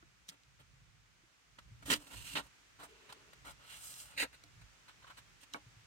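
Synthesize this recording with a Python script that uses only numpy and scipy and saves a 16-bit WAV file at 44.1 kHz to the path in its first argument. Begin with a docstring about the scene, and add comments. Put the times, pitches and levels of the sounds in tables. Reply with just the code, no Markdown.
"""First a dull tap and a soft bump in a quiet, hissing room; then a knife jerks through thick paper on a
wooden table, close to a phone with two microphones. Fibres that catch and let go are random impulses that
ring the sheet, the table top, the paper body and the blade, in short jerks and in longer slides.
The blade tip ticks, taps ring the wood, and a slow cut sings faintly in two bands of filtered noise.
Below lie the rumble of a table rocked by the hands, decaying board tones and stereo hiss."""
import sys
import numpy as np
from scipy import signal
from scipy.fft import rfft, irfft, next_fast_len
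from scipy.io import wavfile
from scipy.ndimage import uniform_filter1d

SR = 44100
rng = np.random.default_rng(int(sys.argv[2]) if len(sys.argv) > 2 else 0)


def to_wav(sig):
    """Store sig (one row per channel, or 1-D mono) as 16-bit WAV at the path in sys.argv[1].

    Samples outside -1..1 are clipped; the rate is SR.
    """
    pcm = np.clip(np.atleast_2d(sig), -1, 1) * 32767
    pcm = np.round(pcm).astype(np.int16)
    wavfile.write(sys.argv[1], SR, pcm.T)  # frames by channels


N = 258423
SECONDS = np.arange(N) / SR
SIZE = next_fast_len(N + 4000)  # transform length, with room for tails
HZ = np.arange(SIZE // 2 + 1) * SR / SIZE + 1  # raised by 1 Hz to keep clear of zero

# Resonances of the sheet in a jerk or a tick. Each row: centre in Hz, width in Hz, level in dB.
SHEET_MODES = [(1915, 770, 0.8), (2934, 1010, 3.3), (3890, 830, -1)]
# Resonances of the blade. Each row: centre in Hz, width in Hz, level in dB.
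BLADE_MODES = [(6700, 6400, -1.5), (8330, 2000, 4.5), (11850, 2200, -5), (13800, 4300, -7)]


def undb(db):
    """Amplitude factor of a level in dB."""
    return 10 ** (np.asarray(db) / 20)


def unit(x):
    """Scale to an RMS of 1."""
    return x / np.sqrt(np.mean(x ** 2))


def over_time(points):
    """Straight lines through (s, value) points, at every sample."""
    return np.interp(SECONDS, *np.transpose(points))


def along(points):
    """Gain over frequency from (Hz, dB) points, straight on a log frequency axis."""
    hz, db = np.transpose(points)
    return undb(np.interp(np.log(HZ), np.log(hz), db))


def ring(x, response):
    """Pass x through a frequency response."""
    return irfft(rfft(x, SIZE) * response, SIZE)[..., :N]


def modal(modes):
    """Response of (Hz, width Hz, dB) resonances, each applied twice; their powers add."""
    power = 0
    for hz, width, db in modes:
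        detuning = (HZ / hz - hz / HZ) * hz / width
        power = power + undb(2 * db) / (1 + detuning ** 2) ** 2
    return np.sqrt(power)


def walk(rate):
    """Random levels held for 1 / rate s and slewed twice; RMS 1."""
    hold = int(SR / rate)
    steps = np.repeat(rng.standard_normal(N // hold + 1), hold)
    smooth = uniform_filter1d(uniform_filter1d(steps, hold), hold)
    return unit(smooth[:N])


def friction(forces, sheet_modes, rate, spread_db, stutter_db, stutter_rate):
    """Fibres at both ends of the contact let go at random with very unequal force; the grip stutters."""
    # Table top under the cut. Each row: centre in Hz, width in Hz, level in dB.
    top_modes = [(226, 177, 0), (281.4, 23.3, 9), (470, 320, -5)]
    # Body of the paper. Each row: centre in Hz, width in Hz, level in dB.
    body_modes = [(587, 130, -5), (972, 410, 1), (1370, 270, 2.6)]
    lets_go = rng.random((2, N)) < rate / SR  # rate in fibres per second
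    strength_db = spread_db * np.minimum(rng.exponential(size=(2, N)), 6)
    fibres = lets_go * undb(strength_db) * np.sign(rng.standard_normal((2, N)))
    fibres = unit(fibres * undb(stutter_db * walk(stutter_rate)))
    out = 0
    for force, modes in zip(forces, (sheet_modes, top_modes, body_modes, BLADE_MODES)):
        response = modal(modes)
        response = response / np.sqrt(np.mean(response ** 2))
        out = out + ring(fibres * force, response)
    return out


def jerk_force(bite_s=0.0032, fall_s=0.012, blade_fall_s=0.007, long_s=0.018, firm_db=-45, creep_in=0.012):
    """A firm jerk bites at once, a weak one creeps in; each holds and dies away, the blade first.

    A jerk shorter than long_s dies away sooner.
    """
    # Short slips of blade and sheet. Each row: start in seconds, length in seconds, sheet drive in dB,
    # paper body and blade drive in dB relative to the sheet.
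    slips = [(0.281, 0.013, -60, -13, 4.5), (0.305, 0.035, -72, 0, -4), (0.587, 0.023, -69.5, -1.5, -5),
             (1.583, 0.008, -60, 2, -10), (1.82, 0.012, -64, -1, -4), (1.85, 0.115, -54.5, -4.5, 4),
             (1.898, 0.036, -32.5, -11.5, -4.5), (2.066, 0.0059, -60, -13, -4),
             (2.106, 0.037, -58, -5.5, -2), (2.352, 0.02, -36.5, -10.5, -15),
             (2.374, 0.024, -49.5, 1.5, -5.5), (2.409, 0.06, -74, 2.5, 3), (2.786, 0.047, -62, 3.5, -4),
             (2.825, 0.029, -65, 5.5, 5), (3.088, 0.021, -59.5, -4, -10.5), (3.121, 0.0061, -56, 0.5, 0),
             (3.33, 0.0041, -59, 3.5, -4.5), (3.442, 0.056, -60.5, 4.5, 0), (3.495, 0.02, -66.5, 2, 5.5),
             (3.643, 0.0094, -68, 2, -12), (4.161, 0.018, -56.5, -6, -8), (4.174, 0.027, -40, -13, -12),
             (4.195, 0.028, -35.5, -9.5, -9.5), (4.223, 0.014, -46, 7.5, -3.5),
             (4.238, 0.013, -57, 13, -17), (4.323, 0.027, -61.5, -0.5, -7.5), (4.609, 0.011, -66, 5, -5),
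             (4.877, 0.019, -60.5, -2, -11), (5.019, 0.013, -64, -2, -17), (5.04, 0.0081, -64.5, 6.5, -22),
             (5.064, 0.019, -61.5, 0, -11), (5.095, 0.016, -60.5, 5, -8), (5.166, 0.023, -60.5, -4, -3.5),
             (5.4, 0.031, -68, -21, 0), (5.428, 0.009, -63, -4.5, 1), (5.543, 0.018, -64, 12.5, -4.5)]
    # How much reaches the table top, most while the hand comes down on the sheet.
    # Each row: time in seconds, level in dB relative to the paper body.
    top_share = [(0, 0), (1.75, -10), (1.9, 3), (2.45, -4.5), (2.8, -9), (4.5, -19), (5.05, -20.5),
                 (5.55, -1)]
    power, t = np.zeros((4, N)), np.arange(6000) / SR
    falls_s = np.array([[fall_s], [fall_s], [fall_s], [blade_fall_s]])
    for s, length, db, body_db, blade_db in slips:
        top_db = body_db + np.interp(s, *np.transpose(top_share))
        rise_s = bite_s + length * np.clip(creep_in * (firm_db - db), 0, 1)
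        bite = np.sin(np.pi / 2 * np.minimum(t / rise_s, 1)) ** 2
        fall = np.exp(-np.maximum(t - length, 0) / (min(1, length / long_s) * falls_s))
        drive = undb(db + np.array([[0], [top_db], [body_db], [blade_db]]))
        start = int(s * SR)
        power[:, start:start + len(t)] += (drive * bite * fall) ** 2  # overlapping jerks add in power
    return np.sqrt(power)


def slide_force():
    """Drive of sheet, table top, paper body and blade while the sheet slides over the wood."""
    # One list per slide. Each row: time in seconds, sheet drive in dB, blade in dB relative to the sheet.
    glides = [
        [(1.99, -67, 2), (2.04, -71, 4), (2.09, -69.5, 4), (2.17, -57.5, 0), (2.23, -57.5, 1), (2.3, -50.5, -2),
         (2.345, -56, 2)],
        [(2.89, -70, -1), (2.96, -71, -33), (3.18, -75, -15), (3.3, -96, -21)],
        [(3.59, -76, -9), (3.69, -57.5, -3.5), (3.745, -56.5, -1), (3.79, -64, 7), (3.86, -67, 17),
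         (3.93, -66, 11), (4.0, -66, 13.5), (4.06, -68, 8), (4.15, -66.5, -7)],
    ]
    # Steady drag through each slide. Each row: table top drive in dB, paper body drive in dB.
    drag = [(-71.5, -73.5), (-79, -79.5), (-83, -69.5)]
    out = np.zeros((4, N))
    for rows, (top_db, body_db) in zip(glides, drag):
        s, db, blade_db = np.transpose(rows)
        inside = (SECONDS > s[0]) & (SECONDS < s[-1] + .012)
        out[0, inside] = undb(np.interp(SECONDS[inside], s, db))
        out[1, inside] = undb(top_db)
        out[2, inside] = undb(body_db)
        out[3, inside] = undb(np.interp(SECONDS[inside], s, db + blade_db))
    return uniform_filter1d(out, size=400)


def ticks(fade_s=0.00072):
    """The blade tip snaps a fibre: a broad, bright noise crack that rings sheet and blade."""
    # Snaps at the blade tip. Each row: start in seconds, drive in dB.
    snaps = [(0.284, -44), (0.289, -28), (0.2957, -35.5), (0.434, -53), (1.5886, -48), (1.917, -22),
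             (1.937, -19), (3.1252, -37.5), (3.9401, -37), (4.0005, -38), (4.4371, -39.5), (5.5361, -29)]
    x, t = np.zeros(N), np.arange(600) / SR
    swell = t / fade_s * np.exp(1 - t / fade_s)
    for s, db in snaps:
        start = int(s * SR)
        x[start:start + len(t)] += undb(db) * rng.standard_normal(len(t)) * swell
    broad = modal([(5000, 3660, 0)])
    return ring(x, undb(-9.0) * modal(SHEET_MODES) + undb(-0.5) * broad + undb(-34) * modal(BLADE_MODES))


def taps(rise_s=0.00054):
    """Dull taps ring the modes of the wood; a softer contact leaves more bass."""
    # Taps on the wood. Each row: start in seconds, drive in dB, bass tilt about 700 Hz in dB per octave.
    knocks = [(0.026, -63.5, 2), (1.826, -59, 0.5), (1.881, -48, 13.5), (1.943, -48, 14), (2.105, -68, -3),
              (2.829, -53, 4), (2.843, -62, 7), (2.852, -56, 5), (3.471, -57, 1), (3.48, -55, 3),
              (4.437, -58, 3), (5.544, -39.5, 2)]
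    # Modes of the wood. Each row: frequency in Hz, level in dB, time to fall 60 dB in seconds.
    wood_modes = [(298, -11.5, 0.18), (374, -23, 0.069), (689, -4.5, 0.11), (830, -8, 0.14),
                  (1170, -13, 0.055), (1390, 17.5, 0.014), (2240, 2.5, 0.047)]
    x, t = np.zeros(N), np.arange(8000) / SR
    rise = 1 - np.exp(-t / rise_s)
    for s, db, bass_db in knocks:
        start = int(s * SR)
        for hz, mode_db, t60 in wood_modes:
            gain = undb(db + mode_db - bass_db * np.log2(hz / 700))
            tone = np.sin(2 * np.pi * hz * t + rng.standard_normal())
            x[start:start + len(t)] += gain * tone * 1000. ** (-t / t60) * rise
    return x


def creep(flicker_db=1.0):
    """A slow cut drags steadily and keeps two narrow resonances sounding."""
    # The blade creeping through the paper. Each row: time in seconds, drive in dB.
    drag_level = [(2.6, -92), (2.68, -86), (2.78, -90), (2.9, -68.5), (3.05, -69.5), (3.25, -73),
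                  (3.4, -82)]
    # The two singing bands. Each row: centre in Hz, width in Hz, level in dB.
    bands = [(418, 93, 2), (2790, 130, -5)]
    s, db = np.transpose(drag_level)
    level_db = np.interp(SECONDS, s, db, left=-140, right=-140)
    singing = unit(ring(rng.standard_normal(N), modal(bands)))
    return singing * undb(level_db + flicker_db * walk(24.45))


def ports(x, lag, mirror=(0, -99), tail_s=0.0052, tail_db=0., shade_hz=2700.0, colour=0.77):
    """Each port hears the direct sound, shaded in the treble, and its own reflections off table and hands.

    lag: samples by which the right port is late; mirror: a nearby hand's echo (ms late, dB).
    """
    # Balance of the two microphone ports. Each row: frequency in Hz, left minus right in dB.
    balance = [(300, 0.5), (700, 1.5), (1300, 1.5), (2400, -4.5), (4400, -2.5), (8100, -3.5), (12000, 4),
               (15000, 16)]
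    t = np.arange(4000) / SR
    echo = rng.standard_normal((2, len(t))) * np.exp(-t / tail_s)
    echo = echo / np.sqrt(np.sum(echo ** 2, axis=1, keepdims=True))
    echo = rfft(echo, SIZE) * HZ / (HZ + 700)
    direct = np.exp(-2j * np.pi * HZ * np.array([[0], [lag]]) / SR) / (1 + 1j * HZ / shade_hz)
    path = direct + undb(tail_db) * echo
    # the contact is wide and moves, so one path's peaks and dips mostly even out, more so in the treble
    path = path * abs(path) ** (colour / (1 + HZ / 6000) - 1)
    late_ms, mirror_db = mirror
    bounce = undb(mirror_db) / (1 + (HZ / 6500) ** 4)  # skin returns little treble
    reflected = 1 + bounce * np.exp(-2j * np.pi * HZ * late_ms / 1000)
    path = path * reflected / np.sqrt(1 + bounce ** 2)
    lean = np.sqrt(along(balance))
    mean = np.sqrt((lean ** 2 + lean ** -2) / 2)
    return ring(x, path * np.array([lean, 1 / lean]) / mean)


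def cutting():
    """All knife and paper sounds at the two ports; reflections change as the hands shift."""
    # A gliding sheet rasps in one band. Each row: centre in Hz, width in Hz, level in dB.
    sliding_modes = [(1800, 1200, -8), (2870, 850, 2), (4100, 900, -6)]
    # Extra delay to the right port, in samples: near end, far end of the contact.
    lags = (14, 5)
    # Moments when the hands shift, in seconds.
    shifts = [1.0, 2.02, 2.6, 3.3, 4.14, 4.7, 5.3]
    # Echo off a hand close to the blade: delay in ms, level in dB.
    hand_mirror = (0.452, -1.3)
    # Where the hands work. Each row: time in seconds, left minus right in dB.
    lean_points = [(0, 0.5), (1.9, -1.5), (2.8, -0.5), (4.2, 0), (5.86, -2.5)]
    jerking = friction(jerk_force(), SHEET_MODES, rate=6400, spread_db=2.0, stutter_db=1.0, stutter_rate=230)
    sliding = friction(slide_force(), sliding_modes, rate=5000, spread_db=2.0, stutter_db=1.5, stutter_rate=110)
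    near, far = jerking + sliding
    near = near + taps() + creep()
    out = ports(ticks(), lags[0], tail_s=0.0051, tail_db=-3)
    pose = np.searchsorted(shifts, SECONDS)
    for k in range(len(shifts) + 1):
        held = np.sqrt(uniform_filter1d(1. * (pose == k), size=2000))  # equal-power crossfade
        mirror = hand_mirror if k == 5 else (0, -99)  # in pose 5 the hand lies close to the blade
        out = out + undb(-0.5) * ports(near * held, lags[0], mirror)
        out = out + undb(-2.5) * ports(far * held, lags[1], mirror)
    pan_db = over_time(lean_points)
    return out * undb(np.array([pan_db, -pan_db]) / 2)


def thuds(rise_s=0.003, cycles=17):
    """A hand bumps the board: soft low tones that fall 60 dB in a set number of cycles."""
    # Bumps on the board. Each row: start in seconds, drive in dB, frequency in Hz.
    bumps = [(0.027, -53.5, 335), (0.29, -55.5, 178), (0.477, -63, 139), (0.6, -56.5, 136),
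             (0.733, -54.5, 131), (0.816, -54.5, 115), (1.235, -60, 335), (1.715, -46.5, 117),
             (1.899, -41.5, 152), (2.157, -47, 101), (2.338, -44.5, 147), (3.093, -60, 133),
             (4.555, -54, 110), (4.618, -54, 106), (5.664, -49, 115), (5.764, -53.5, 114)]
    x, t = np.zeros(N), np.arange(3000) / SR
    for s, db, hz in bumps:
        start = int(s * SR)
        tone = np.sin(2 * np.pi * hz * t) * (1 - np.exp(-t / rise_s))
        x[start:start + len(t)] += undb(db) * tone * 1000. ** (-t * hz / cycles)
    return x


def rocking(alike=0.4, board_db=-1.4, board_follow=0.77, rest_db=-72):
    """Hands lean on the table: noise in the low modes of legs and board; the board follows in part."""
    # How hard the hands rock the table. Each row: time in seconds, drive of the legs in dB.
    leaning = [(0, -73), (0.42, -79), (0.7, -69), (1.4, -87), (1.55, -80), (1.68, -65), (1.8, -69),
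               (1.92, -52), (2.05, -74), (2.18, -55), (2.28, -65), (2.4, -62), (2.55, -77), (2.9, -64.5),
               (3.05, -78), (3.5, -66.5), (4.4, -74.5), (4.62, -65.5), (4.8, -78.5), (5.07, -71.5),
               (5.5, -78), (5.86, -70.5)]
    legs_db = over_time(leaning)
    follow_db = rest_db + board_db + board_follow * (legs_db - rest_db)
    legs_modes, board_modes = [(53.7, 27, 0)], [(118.8, 51, -5.0), (168.4, 15, -8)]  # (Hz, width Hz, dB)
    out = 0
    for db, modes in ((legs_db, legs_modes), (follow_db, board_modes)):
        mid = unit(ring(rng.standard_normal(N), modal(modes)))
        side = unit(ring(rng.standard_normal(N), modal(modes)))
        width = np.sqrt((1 - alike) / (1 + alike))  # alike: correlation of the two ports
        out = out + (mid + width * side * np.array([[1], [-1]])) * undb(db)
    return out * undb(np.array([[-1.2], [1.2]]) + 2.8 * walk(7))


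def room():
    """Air and microphone hiss, unrelated at the two ports; the right port lifts 8 kHz."""
    # Colour of the hiss. Each row: frequency in Hz, relative density in dB.
    hiss_colour = [(120, -38), (160, -21), (220, -14.5), (340, -16.5), (600, -19), (950, -16.5),
                   (1300, -13.5), (2400, -14), (4000, -19), (6500, -21), (9500, -31), (15800, -38.5)]
    # The hiss swells a little. Each row: time in seconds, level in dB.
    swell = [(0, -70), (1.5, -69), (3, -64.5), (5.86, -65.5)]
    lift = along([(4500, 0), (8100, 5.0), (12000, -0.5)])
    hiss = ring(rng.standard_normal((2, N)), along(hiss_colour) * np.array([1 / lift, lift]))
    return unit(hiss) * undb(over_time(swell) + .5 * walk(3.49))


def scene():
    """The knife work close by, the bumped and rocking table, and the room behind."""
    return cutting() + thuds() + rocking() + room()


def record(dry):
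    """The phone cuts the deepest bass below 37 Hz and the top above 15.9 kHz."""
    bass_cut = signal.butter(3, 37, "high", fs=SR, output="sos")
    top_cut = signal.ellip(10, .2, 75, 15900, fs=SR, output="sos")
    return signal.sosfilt(top_cut, signal.sosfilt(bass_cut, dry))


dry = scene()
out = record(dry)
to_wav(out)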